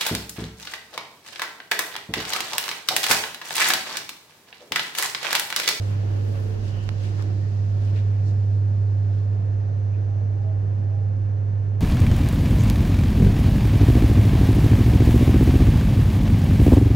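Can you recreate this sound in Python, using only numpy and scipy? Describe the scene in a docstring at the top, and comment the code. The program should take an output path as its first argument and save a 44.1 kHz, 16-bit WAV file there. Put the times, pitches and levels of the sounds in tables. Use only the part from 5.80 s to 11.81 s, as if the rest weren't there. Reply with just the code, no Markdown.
"""Inside an elevator car: the steel doors slide shut and the car sets off, under a deep mains hum and the rush of air.
Sines make the hum, the motor whine and the inverter whistle; shaped noise makes the rumble, air, hiss and thudding.
The door rollers rumble and the panels scrape, groan and squeak, above the low drone of the door drive.
Soft noise swells brush close by, and a few short pushes tick. Late on, the drive adds a faint whine."""
import sys
import numpy as np
from scipy.fft import rfft, irfft, next_fast_len
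from scipy.io import wavfile
from scipy.ndimage import map_coordinates

SR = 44100
rng = np.random.default_rng(int(sys.argv[2]) if len(sys.argv) > 2 else 0)


def wav_record(signal):
    """Record a signal, one row per channel, as 16-bit PCM in the file named by sys.argv[1]."""
    frames = np.transpose(np.atleast_2d(signal))
    bounded = np.clip(frames, -1, 1)
    # unit amplitude maps onto the largest positive 16-bit level
    quanta = np.round(bounded * 32767).astype(np.int16)
    wavfile.write(sys.argv[1], SR, quanta)


N = 264952


def amp(db):
    """Logarithmic level: decibels to amplitude gain."""
    return 10 ** (np.asarray(db) / 20)


def unit(x):
    """Power normalization: scale to rms 1."""
    return x / np.sqrt(np.mean(x ** 2) + 1e-20)


def clock():
    """Uniform sampling: the time of every sample in seconds."""
    return np.arange(N) / SR


def along(points, hz):
    """Logarithmic frequency scale: interpolate (frequency, value) points along it."""
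    f, v = np.transpose(points)
    return np.interp(np.log(hz + 1), np.log(f + 1), v)


def curves(rows):
    """Linear interpolation: one curve over time for each column after the first."""
    s, *cols = np.transpose(rows)
    return [np.interp(clock(), s, c) for c in cols]


def wobble(rate):
    """Slow random modulation: a smooth curve through `rate` random knots a second."""
    knots = rng.standard_normal(int(N * rate / SR) + 4)
    return map_coordinates(knots, [clock() * rate])


def filtered(x, response):
    """Linear filtering: multiply the spectrum by a response of frequency."""
    m = next_fast_len(N + SR // 2)
    hz = np.fft.rfftfreq(m, 1 / SR)
    return irfft(rfft(x, m) * response(hz), m)[..., :N]


def panned(balance_db):
    """Interaural level difference: left and right gains, positive toward the left."""
    return amp(np.array([balance_db, -balance_db]).reshape(2, -1) / 2)


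def gate(start, end, rise, fall):
    """Linear envelope: rise from the start, hold until the end, then fall; all in seconds."""
    t = clock()
    return np.clip((t - start) / rise, 0, 1) * np.clip(1 - (t - end) / fall, 0, 1)


def noise(colour):
    """Partial coherence: coloured stereo noise of rms 1 whose channels agree only in the bass."""
    # channel correlation against frequency: frequency_hz, correlation (-1 to 1)
    coherence = [(30, .88), (140, .93), (250, .5), (400, .08), (650, -.2), (1000, -.33), (1600, -.4),
                 (2600, -.05), (8000, -.03)]

    def response(hz):
        # shares of mid and side that give the wanted correlation at constant power
        turn = np.arccos(np.clip(along(coherence, hz), -1, 1)) / 2
        return amp(colour(hz)) * [np.cos(turn), np.sin(turn)]

    mid, side = filtered(rng.standard_normal((2, N)), response)
    return unit(np.array([mid + side, mid - side]))


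def octave_band(hz, centre_hz, octaves):
    """Constant relative bandwidth: a bell in dB, down 4 dB at `octaves` from the centre."""
    return -4 * (np.log2((hz + 1) / centre_hz) / octaves) ** 2


def cabin(hz):
    """Room modes: the lift or dip in dB that standing waves between the walls give."""
    # standing-wave peaks and dips: centre_hz, width_hz, lift_db
    modes = [(164, 34, 4.5), (187, 19, 1), (213, 28, 2.5), (296, 48, -3.5), (315, 10, 5.5), (339, 44, 3),
             (426, 58, 6), (524, 11, -1), (533.6, 28, 6), (547, 20, -2.5), (715, 11, 5), (792, 33, 3),
             (996, 30, -12), (1015, 54, 6.5)]
    return sum(db / (1 + (2 * (hz - centre) / width) ** 2) for centre, width, db in modes)


def panel(hz):
    """Modal resonance: the response of a door panel in dB, its modes summed in power."""
    # ringing modes of the steel panel: centre_hz, width_hz, level_db
    panel_modes = [(307, 17, -1), (370, 38, 0), (448, 9, 6.5), (443, 7.7, 5.5), (547, 20, 1.5)]
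    power = sum(amp(db) ** 2 / (1 + (2 * (hz - centre) / width) ** 2)
                for centre, width, db in panel_modes)
    return 10 * np.log10(power)


def swell(s, length, db, centre_hz, octaves, body=lambda hz: 0, tail_db=-120):
    """Friction noise: a band that rises, falls and may trail off, coloured by the body rubbed."""
    tail_decay_s = .09
    band = noise(lambda hz: body(hz) + octave_band(hz, centre_hz, octaves))
    t = clock() - s
    bell = np.exp(-.5 * (t / length) ** 2)
    tail = amp(tail_db) * (t > 0) * np.exp(-np.abs(t) / tail_decay_s)
    return band * amp(db) * np.maximum(bell, tail)


def hum():
    """Magnetic hum: a pure tone at twice the mains frequency, varying along a standing wave."""
    # course of the hum, before a slight wobble: time_s, level_db, left_minus_right_db
    hum_course = [(0.03, -23.5, -3), (0.37, -23, -3.5), (0.99, -26.5, -7.0), (2.14, -20, -3.0),
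                  (3.05, -20, -3.5), (3.81, -22.5, -4), (5.01, -22, -4), (5.9, -22.5, -4.5)]
    hum_hz = 100.14
    db, balance_db = curves(hum_course)
    tone = unit(np.sin(2 * np.pi * hum_hz * clock()))
    return tone * amp(db + 0.2 * wobble(15)) * panned(balance_db)


def ride():
    """Broadband excitation: the shell rumbles while moving air fills the car's resonances."""
    # spectrum of the rumbling shell: frequency_hz, relative_density_db
    rumble_spectrum = [(15, -20.5), (30, -5), (55, -1.5), (75, 0), (130, 2), (190, -16.5), (300, -21.5),
                       (600, -57), (1200, -120)]
    # spectrum of the moving air, before the standing waves: frequency_hz, relative_density_db
    air_spectrum = [(60, -20.5), (130, 2.5), (190, -1.5), (250, -0.5), (400, -5), (600, -4.5), (780, -10.5),
                    (1000, -15), (1300, -18.5), (1750, -17), (2100, -25), (2700, -27.5), (4000, -41),
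                    (9000, -68)]
    rumble_db, air_db = -40.5, -41  # mean levels before panning
    rumble = noise(lambda hz: along(rumble_spectrum, hz)) * amp(rumble_db + 0.18 * wobble(9.1))
    air = noise(lambda hz: along(air_spectrum, hz) + cabin(hz)) * amp(air_db + 0.52 * wobble(10))
    return rumble * panned(-5.0) + air * panned(-0.92)


def shudder():
    """Low-frequency band noise: spells of very deep thudding."""
    # spells of thudding, levels before panning: start_s, end_s, level_db
    spells = [(0, 1.1, -43), (1.55, 2.35, -46), (5.0, 5.997, -45)]
    centre_hz, ramp_s = 31, 0.22
    thud = noise(lambda hz: -12 * np.log2((hz + 1) / centre_hz) ** 2)
    level = sum(amp(db) * gate(start, end, ramp_s, ramp_s) for start, end, db in spells)
    return thud * level * panned(-1.1)


def hiss():
    """Exponential decay: a thin hiss, its treble on the right, dying down as the doors close."""
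    # spectrum of the hiss, before the stereo tilt: frequency_hz, relative_density_db
    fizz_spectrum = [(800, -41.5), (2000, 2.5), (3000, 0.5), (4500, 2.5), (6200, -0.5), (7500, -7.5),
                     (8600, -11.5), (9500, -24), (12000, -18), (16000, -27)]
    open_db, shut_db = -56.5, -69.5  # first level and the one it sinks toward, before the tilt
    decline_s, settle_s = 1.37, 2.18  # onset and time constant of the decline
    leak = np.exp(-np.maximum(clock() - decline_s, 0) / settle_s)
    db = shut_db + (open_db - shut_db) * leak
    fizz = noise(lambda hz: along(fizz_spectrum, hz))
    tilted = filtered(fizz, lambda hz: panned(along([(2500, 1.5), (4500, -7.0)], hz)))
    return tilted * amp(db + .4 * wobble(30))


def whine():
    """Amplitude and phase modulation: wavering motor tones swell and fade twice."""
    # motor tones, levels before the surges: pitch_hz, level_db
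    motor_tones = [(602, -65), (638, -54.5), (801, -59)]
    # swells of the motor: start_s, end_s, gain_db
    surges = [(4.17, 4.72, -2), (4.915, 5.22, 0)]
    ramp_s, waver_db = .17, 6.5

    def tone(hz):
        wavering = amp(waver_db * wobble(13))
        return unit(wavering * np.sin(2 * np.pi * hz * clock() + 0.94 * wobble(11)))

    def spread(hz):
        # one tone in both channels, plus a separately wavering copy in each
        return tone(hz) + 0.51 * np.array([tone(hz), tone(hz)])

    load = sum(amp(db) * gate(start, end, ramp_s, ramp_s) for start, end, db in surges)
    return load * sum(amp(db) * spread(hz) for hz, db in motor_tones)


def inverter():
    """Switching tone with mains sidebands: a thin whistle, strongest while the drive starts the car."""
    # switching tone and sidebands: pitch_hz, relative_level_db
    sidebands = [(5951, -2), (6051, 0), (6151, -4)]
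    on_s, pull_s, ramp_s = 3.6, .8, 0.12  # switch-on time, length of the hard pull, ramps
    pull_db, cruise_db = -77, -82  # levels before panning
    whistle = sum(amp(db + 1.8 * wobble(6.7)) * np.sin(2 * np.pi * hz * clock() + .7 * wobble(30))
                  for hz, db in sidebands)
    on = gate(on_s, N / SR, ramp_s, ramp_s)
    pulling = gate(on_s, on_s + pull_s, ramp_s, ramp_s)
    level = amp(cruise_db + (pull_db - cruise_db) * pulling)
    return unit(whistle) * on * level * panned(-3.5)


def brushes():
    """Granular friction: soft brushing close by, left of centre except in the treble."""
    # brushes, levels before grain and stereo tilt: peak_s, half_length_s, level_db, centre_hz, width_octaves
    strokes = [(0.043, 0.065, -52, 3290, 1), (0.555, 0.15, -61, 6450, 1), (0.873, .035, -52.5, 3410, 0.78),
               (1.034, 0.017, -56.5, 4420, 0.6), (1.251, .045, -50, 2790, .88),
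               (1.403, .02, -45, 1160, .65), (1.403, .035, -53, 3690, 0.69), (2.058, .06, -57, 3200, 0.8),
               (2.181, .025, -47, 2004, .9), (2.37, .06, -61.5, 2200, .3), (2.481, .025, -55.5, 4880, 0.43),
               (3.369, .057, -63, 3400, 0.65), (4.146, .025, -60.5, 2450, 0.13)]
    tail_db, grain_db = -8.5, 1.5  # trailing level relative to the peak; depth of the grain
    smooth = sum(swell(*row, tail_db=tail_db) for row in strokes)
    grainy = smooth * amp(grain_db * wobble(250))
    return filtered(grainy, lambda hz: panned(along([(2500, 2.9), (5000, -0.12)], hz)))


def ticks():
    """Impulsive excitation: short rounded pushes on the right, weak and opposite in sign on the left."""
    # taps, peaks before the bass is cut: start_s, peak_db, brightness_hz
    taps = [(1.029, -34.5, 14000), (1.038, -33, 12000), (1.091, -11, 3630), (1.4246, -22.5, 9800)]
    pushes = np.zeros(N)
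    for s, db, hz in taps:
        u = np.maximum(clock() - s, 0) * np.pi * hz
        pushes += amp(db) * (u * np.exp(1 - u)) ** 2  # peaks at u = 1
    pushes = filtered(pushes, lambda hz: 1j * hz / (1j * hz + 300))  # first-order high-pass
    return np.array([-amp(-14.5) * pushes, pushes])


def door_motor():
    """Resonant coupling: a low drone from the door drive on the roof, shaped by the car's modes."""
    drone_db, centre_hz, width_octaves = -46.5, 222, 0.52  # level before panning
    off_s = 2.9  # the doors are home
    drone = noise(lambda hz: cabin(hz) + octave_band(hz, centre_hz, width_octaves))
    return drone * amp(drone_db) * gate(0, off_s, 0.12, 0.44) * panned(-1.2)


def doors():
    """Rolling and sliding friction: one effort drives rollers and scrape; panels groan and squeak."""
    # the doors run, brake, are pushed home and creep shut: time_s, effort_db (0 = full)
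    motion = [(0, 0.5), (.55, -1.5), (1.15, -7), (1.4, -4.5), (1.75, -19), (2.2, -11.5), (3.0, -41)]
    # rollers on the rail, before the standing waves: frequency_hz, relative_density_db
    roller_spectrum = [(60, -27), (150, -5.5), (300, 3), (450, -4.5), (600, -1), (1000, -19.5),
                       (3000, -61.5)]
    # scrape in the sill: frequency_hz, relative_density_db
    track_spectrum = [(300, -21), (800, 5), (1700, 2), (2200, -4), (2900, -2), (3800, -11.5), (7000, -23),
                      (11000, -23.5), (16000, -28)]
    # rubbing panels, before their resonance colours the band: peak_s, half_length_s, level_db, centre_hz
    groan_rows = [(.41, 0.093, -42, 390), (.55, .11, -43.5, 510), (0.73, 0.061, -41, 420),
                  (1.49, 0.15, -44, 320)]
    # faint squeaks from the track: peak_s, half_length_s, level_db, centre_hz
    squeak_rows = [(1.0, .1, -55, 2920), (1.65, 0.029, -57, 1840)]
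    roller_db, scrape_db = -43.5, -49.5  # at full effort, scrape before panning
    scrape_growth = 0.57  # dB of scrape per dB of effort
    groan_octaves, squeak_octaves = .28, 0.1

    effort_db, = curves(motion)
    rollers = noise(lambda hz: along(roller_spectrum, hz) + cabin(hz))
    rollers = rollers * amp(roller_db + effort_db + 1.8 * wobble(27))
    scrape = noise(lambda hz: along(track_spectrum, hz))
    scrape = scrape * amp(scrape_db + scrape_growth * effort_db + 1.8 * wobble(25))
    groans = sum(swell(*row, groan_octaves, panel) for row in groan_rows)
    squeaks = sum(swell(*row, squeak_octaves) for row in squeak_rows)
    return rollers + scrape * panned(-.5) + groans + squeaks


def scene():
    """Superposition: the sounds of the car, the close sounds and the doors add."""
    car = hum() + ride() + shudder() + hiss() + whine() + inverter()
    return car + brushes() + ticks() + door_motor() + doors()


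def record(dry):
    """Band limitation: an ideal low-pass keeps nothing from its limit upward."""
    top_hz = 15800
    return filtered(dry, lambda hz: hz < top_hz)


dry = scene()
out = record(dry)
wav_record(out)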